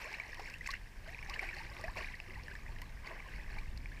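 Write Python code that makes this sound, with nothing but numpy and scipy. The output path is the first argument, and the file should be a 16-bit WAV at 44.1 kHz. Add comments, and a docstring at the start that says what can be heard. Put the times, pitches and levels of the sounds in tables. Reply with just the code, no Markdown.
"""In a calm river, a swimmer paddles close to a camera whose waterproof case gives the splashes a boxy
ring near 2 kHz. Each stroke stirs up gurgling bubbles, pattering drops and fine spray. Slaps on the water
trap pockets of air that plop, and single drops land with a click and a chirp. Underneath, water trickles,
river and air hiss steadily, and wind on the microphone rumbles softly."""
import sys
import numpy as np
from scipy import signal
from scipy.fft import rfft, irfft, next_fast_len
from scipy.io import wavfile

SR = 44100
rng = np.random.default_rng(int(sys.argv[2]) if len(sys.argv) > 2 else 0)


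def output_pcm(signal):
    """Save a mono or channel-first signal as 16-bit PCM at the path in sys.argv[1].

    Samples are clipped to [-1, 1] before scaling.
    """
    pcm = np.clip(np.atleast_2d(signal).T, -1, 1) * 32767
    wavfile.write(sys.argv[1], SR, np.round(pcm).astype(np.int16))


N = 176400

# How the waterproof case shapes the splashes. Each row: frequency in Hz, boost or cut in dB.
CASE_TONE = [(150, -24), (300, -8.5), (500, -8.5), (640, -5.5), (850, -4), (1170, -1.5), (1340, -12.5),
             (1570, -2.5), (1900, 1.5), (2240, 0.5), (2700, -4), (3400, -18.5), (4080, -13), (4500, -12),
             (4950, -14.5), (5450, -11.5), (5900, -21), (8200, -24), (9000, -27), (10500, -28.5),
             (12500, -30), (15000, -32.5)]


def undb(db):
    """Turn decibels into a number to multiply by."""
    return 10 ** (np.asarray(db) / 20)


def unit(x):
    """Scale a sound so that its average level (rms) is 1."""
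    return x / np.sqrt(np.mean(x ** 2))


def peak(x):
    """Scale a sound so that its peak is 1."""
    return x / np.abs(x).max()


def add(out, start_s, x):
    """Mix the sound x into out, starting at a given time."""
    i = max(int(start_s * SR), 0)
    out[i:i + len(x)] += x[:max(len(out) - i, 0)]


def colour(x, points):
    """Shape the tone of a sound along a curve of (Hz, dB) points."""
    size = 2 * next_fast_len(len(x))
    hz, db = np.array(points, float).T
    bin_hz = np.arange(size // 2 + 1) * SR / size
    log_gain = np.log(undb(np.interp(np.log(bin_hz + 1), np.log(hz), db)))
    # Fold the filter so that it rings only after a sound, never before it.
    cepstrum = irfft(log_gain)
    cepstrum[1:size // 2] *= 2
    cepstrum[size // 2 + 1:] = 0
    return irfft(rfft(x, size) * np.exp(rfft(cepstrum)), size)[:len(x)]


def ring_time(decay_s):
    """Sample times in seconds, long enough for a ring to die away."""
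    return np.arange(int(6 * decay_s * SR) + 64) / SR


def bubble(hz, decay_s, octaves_per_s):
    """A bubble rings and fades; its pitch climbs, by an octave at most, as it nears the surface."""
    t = ring_time(decay_s)
    pitch = hz * 2 ** np.minimum(octaves_per_s * t, 1)
    cycles = np.cumsum(pitch) / SR
    fade_in = 1 - np.exp(-cycles / 0.99)  # takes about one vibration
    return np.sin(2 * np.pi * cycles) * np.exp(-t / decay_s) * fade_in


def crack(decay_s):
    """Water hitting water makes a short burst of noise."""
    t = ring_time(decay_s)
    return rng.standard_normal(len(t)) * np.exp(-t / decay_s)


def swarm(low_hz, high_hz, per_s, cycles, rise, spread_db):
    """Many small bubbles of uneven size ring at random times, heard through the case."""
    out = np.zeros(N)
    swarm_rng = np.random.default_rng(rng.integers(2 ** 30))
    for when, pitch, softness, length in swarm_rng.random((int(per_s * N / SR), 4)):
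        hz = low_hz + (high_hz - low_hz) * pitch
        decay_s = cycles * 2 ** (3 * length - 2) / hz  # a quarter to twice the given cycles
        db = -spread_db * np.log(.02 + .98 * softness)  # most are quiet, a few stand out
        ring = bubble(hz, decay_s, rise / decay_s)  # rise is in octaves per decay time
        add(out, when * N / SR, undb(db) * ring)
    return unit(colour(out, CASE_TONE))


def river_hiss():
    """River and air make a faint, steady hiss."""
    # The tone of the hiss. Each row: frequency in Hz, relative level in dB.
    tone = [(200, -1.5), (300, -3.5), (650, -7), (950, -4), (1380, -11.5), (1650, -1), (2300, -5.5),
            (3400, -15.5), (4000, -17), (5400, -15), (6200, -19.5), (10000, -23.5), (15000, -26.5)]
    return undb(-60) * unit(colour(rng.standard_normal(N), tone))


def wind_rumble():
    """Wind on the microphone makes a soft, uneven low rumble."""
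    # The tone of the rumble. Each row: frequency in Hz, relative level in dB.
    tone = [(10, -25.5), (22, 3.5), (40, -1.5), (55, -4.5), (75, -11.5), (110, -14.5), (170, -20.5),
            (260, -27.5), (500, -38.5), (1500, -86)]
    # How the rumble swells and sinks, before a random wobble. Each row: time in seconds, level in dB.
    swells = [(0, -54), (.25, -53), (.39, -52.5), (.5, -48), (.7, -49.5), (.9, -51.5), (1.1, -48),
              (1.6, -49), (1.85, -44), (2.2, -49), (2.42, -43), (2.6, -50), (2.8, -43), (3.148, -51),
              (3.4, -42.5), (3.65, -45.5), (3.82, -40.5), (4, -46)]
    t = np.arange(N) / SR
    at, db = np.array(swells).T
    wobbles_per_s = 14
    wobble_db = 1.5 * np.interp(t * wobbles_per_s, np.arange(256), rng.uniform(-1, 1, 256))
    rumble = unit(colour(rng.standard_normal(N), tone))
    return rumble * undb(np.interp(t, at, db) + wobble_db)


def trickle():
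    """Ripples and stray droplets keep trickling and ticking, even between strokes."""
    ripples = swarm(low_hz=1350, high_hz=3270, per_s=140, cycles=3, rise=0.035, spread_db=3.5)
    ticks = swarm(low_hz=3220, high_hz=9000, per_s=140, cycles=7.8, rise=0.02, spread_db=1)
    return undb(-64.5) * ripples + undb(-76.5) * ticks


def spray_flicks():
    """Fine spray lands next to the case in bright ticks, each strongest around its own pitch."""
    # The ticks. Each row: start in seconds, peak level in dB, pitch in Hz, decay time in seconds.
    flicks = [(.128, -42, 5000, 0.0037), (0.146, -39, 4090, .003), (0.345, -38.5, 5310, 0.0015),
              (.5, -39.5, 5400, 0.0014), (0.538, -45, 7600, 0.0014), (0.584, -49, 7500, .0015),
              (.664, -37.5, 5540, .004), (.673, -35.5, 7450, 0.0023), (.705, -33.5, 4000, 0.0062),
              (0.714, -34, 5830, 0.0031), (.738, -44, 7000, 0.0019), (1.297, -34, 4800, 0.0032),
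              (1.34, -39.5, 4300, 0.0099), (1.546, -42, 4520, 0.0029), (1.566, -42, 3730, 0.0045),
              (1.812, -41, 8600, .002), (1.966, -50, 7600, 0.0027), (1.977, -43, 4630, 0.013),
              (2.024, -45, 4080, 0.0022), (2.153, -45, 4110, .002), (2.435, -47, 4700, .003),
              (2.553, -45, 3700, .003), (2.786, -44.5, 3000, .002), (2.817, -41.5, 2930, 0.0034),
              (2.818, -40.5, 11600, 0.0014), (3.07, -46, 5150, .003), (3.587, -44.5, 4100, 0.0062),
              (3.775, -37.5, 4800, 0.0027)]
    width = 2 ** 0.41  # 0.41 octaves to either side
    out = np.zeros(N)
    for at, db, hz, decay_s in flicks:
        tone = [(hz / 4, -26), (hz / width, -11), (hz, 0), (hz * width, -10)]
        tick = colour(crack(decay_s), tone)
        add(out, at, undb(db) * peak(colour(tick, CASE_TONE)))
    return out


def falling_drops():
    """Each drop clicks on the surface and leaves a small chirping bubble."""
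    # The drops. Each row: start in seconds, peak level in dB, starting pitch in Hz, decay in seconds.
    drops = [(.139, -34, 2200, 0.002), (0.143, -33.5, 2530, .0015), (0.199, -29, 2206, 0.0036),
             (.54, -36.5, 2600, 0.0049), (0.609, -35.5, 1880, 0.0044), (0.644, -40, 2320, 0.0028),
             (.661, -35.5, 2450, 0.0055), (.674, -29.5, 2000, 0.0011), (.689, -36.5, 1790, 0.0049),
             (.737, -34.5, 1900, 0.0037), (1.091, -40.5, 1810, 0.0025), (1.146, -35, 2360, 0.0017),
             (1.189, -36.5, 2400, 0.0023), (1.227, -36.5, 2200, 0.0025), (1.338, -36, 2740, 0.0039),
             (1.393, -25.5, 2185, 0.0034), (1.428, -35.5, 1880, 0.0054), (1.489, -35, 2300, 0.0045),
             (1.567, -38.5, 1890, 0.0012), (1.839, -35, 1850, 0.0036), (1.848, -38.5, 2350, 0.0043),
             (1.881, -36, 1640, 0.0029), (1.97, -35, 2250, 0.0044), (2.044, -36.5, 2330, 0.0046),
             (2.141, -38.5, 1810, 0.0061), (2.201, -31, 2630, 0.00068), (2.306, -39.5, 1970, 0.0021),
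             (2.482, -36, 1650, .002), (2.512, -42.5, 1494, 0.0081), (2.552, -38.5, 1680, 0.0025),
             (2.763, -43, 1770, 0.0021), (2.787, -48, 1870, 0.0014), (2.818, -40.5, 1900, 0.003),
             (3.074, -36, 2080, 0.0011), (3.202, -37.5, 2200, 0.0017), (3.584, -38, 2230, 0.0067),
             (3.858, -35.5, 2310, 0.00095), (3.917, -44.5, 1610, 0.0062)]
    out = np.zeros(N)
    for at, db, hz, decay_s in drops:
        chirp = peak(colour(bubble(hz, decay_s, octaves_per_s=18.4), CASE_TONE))
        click = peak(colour(crack(decay_s=0.0021), CASE_TONE))
        drop = np.zeros(SR // 10)
        add(drop, 0, chirp)
        add(drop, 0, 0.27 * click)
        add(out, at, undb(db) * peak(drop))
    return out


def air_plops():
    """A hand or foot slaps the surface and traps a pocket of air that rings with a rising pitch."""
    # The air pockets. Each row: start in seconds, peak level of the ring in dB, starting pitch in Hz,
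    # decay time in seconds, pitch rise in octaves per second, strength of the slap relative to the ring.
    pockets = [(.395, -39.5, 766, 0.0034, 4, 1), (.397, -64, 420, 0.016, 3.2, .2),
               (.688, -36.5, 1034, 0.011, 11, 0.47), (1.076, -49, 620, 0.017, 6.7, 0.18),
               (1.302, -42, 1080, 0.0078, 9.1, .2), (1.428, -40, 740, 0.0036, 8, 0.7),
               (1.603, -44.5, 887, 0.014, 2.4, .2), (1.8, -51, 1164, 0.018, 3.5, .1),
               (1.84, -39, 621, 0.013, 7.8, 1), (1.878, -46, 695, .026, 28, .05),
               (1.963, -40, 900, 0.0081, 4, .1), (1.98, -46, 604, 0.013, 5.5, .4),
               (2.37, -51.5, 790, 0.022, 15, .1), (2.685, -53.5, 866, 0.024, 5.1, .05),
               (2.82, -52.5, 947, 0.017, 13, 0.13), (3.262, -48, 1010, 0.0071, 7.5, .1)]
    out = np.zeros(N)
    for at, db, hz, decay_s, octaves_per_s, slap_strength in pockets:
        ring = peak(colour(bubble(hz, decay_s, octaves_per_s), CASE_TONE))
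        slap = peak(colour(crack(decay_s=0.0079), CASE_TONE))
        add(out, at, undb(db) * ring)
        add(out, at, undb(db) * slap_strength * slap)
    return out


def churn(level, band_hz, wash, per_s, cycles, rise, spread_db):
    """Churned water bubbles at a given level; the harder the stroke, the more it blurs into a wash."""
    bubbles = swarm(*band_hz, per_s, cycles, rise, spread_db)
    band = signal.butter(4, band_hz, "band", fs=SR, output="sos")
    noise = signal.sosfilt(band, rng.standard_normal(N))
    blur = unit(colour(noise, CASE_TONE))
    share = wash * (level / level.max()) ** 0.58
    return level * (bubbles + share * blur) / np.hypot(1, share)  # the blur adds no extra power


def swimming_strokes():
    """Each stroke swells and drains away, stirring up large, middling and tiny bubbles and a fizz."""
    # The strokes of arms and legs. Each row: time of the peak, rise time and fall time in seconds,
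    # then the levels of gurgle, patter and spray in dB.
    strokes = [(.02, 0.046, 0.15, -51, -46.5, -57.5), (.125, 0.036, 0.13, -58.5, -47, -63.5),
               (.31, 0.063, 0.075, -63.5, -53, -64), (.41, 0.044, 0.074, -52.5, -57, -63),
               (0.474, 0.048, 0.088, -71, -49, -61), (.67, 0.036, 0.039, -83, -52.5, -58.5),
               (0.747, 0.034, .025, -68, -46, -64.5), (1.09, 0.06, 0.42, -60, -56, -65),
               (1.34, .09, 0.24, -55, -48, -63), (1.441, 0.034, 0.092, -57, -44.5, -58.5),
               (1.59, 0.042, 0.1, -58.5, -48, -60), (1.791, 0.1, 0.21, -55.5, -54.5, -62),
               (1.976, 0.017, 0.06, -46, -45, -56), (2.04, 0.066, 0.095, -66, -48, -60.5),
               (2.32, 0.081, 0.6, -61.5, -57.5, -69), (2.51, 0.019, 0.056, -65, -55, -67),
               (3.075, 0.031, 0.13, -53, -49, -66.5), (3.115, 0.052, .04, -53, -71, -82),
               (3.35, 0.11, 0.15, -61, -54, -66.5), (3.539, 0.063, 0.11, -58, -55, -67),
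               (3.96, 0.062, 0.17, -65.5, -57.5, -71)]
    t = np.arange(N) / SR
    power = np.zeros((3, N))
    for at, rise_s, fall_s, *levels_db in strokes:
        swell = np.exp(-np.where(t < at, ((t - at) / rise_s) ** 2, (t - at) / fall_s))
        power += (undb(levels_db)[:, None] * swell) ** 2
    gurgle, patter, spray = np.sqrt(power)
    fizz = spray * undb(-7)  # the finest droplets follow the spray
    return (churn(gurgle, (300, 1353), wash=0.67, per_s=340, cycles=3.56, rise=0.06, spread_db=3)
            + churn(patter, (1424, 3182), wash=0.86, per_s=750, cycles=4.2, rise=0.044, spread_db=5)
            + churn(spray, (3216, 6070), wash=0.88, per_s=580, cycles=4.7, rise=0.023, spread_db=5)
            + churn(fizz, (5990, 14500), wash=1, per_s=760, cycles=6.9, rise=0.017, spread_db=6))


def scene():
    """Mix the water sounds over the background, in one channel."""
    background = wind_rumble() + river_hiss()
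    water = swimming_strokes() + trickle() + air_plops() + falling_drops() + spray_flicks()
    return (background + water)[None]


def record(dry):
    """The camera cuts off the very highest treble."""
    top_hz = 15450
    return signal.sosfilt(signal.ellip(10, .2, 70, top_hz, fs=SR, output="sos"), dry)


dry = scene()
out = record(dry)
output_pcm(out)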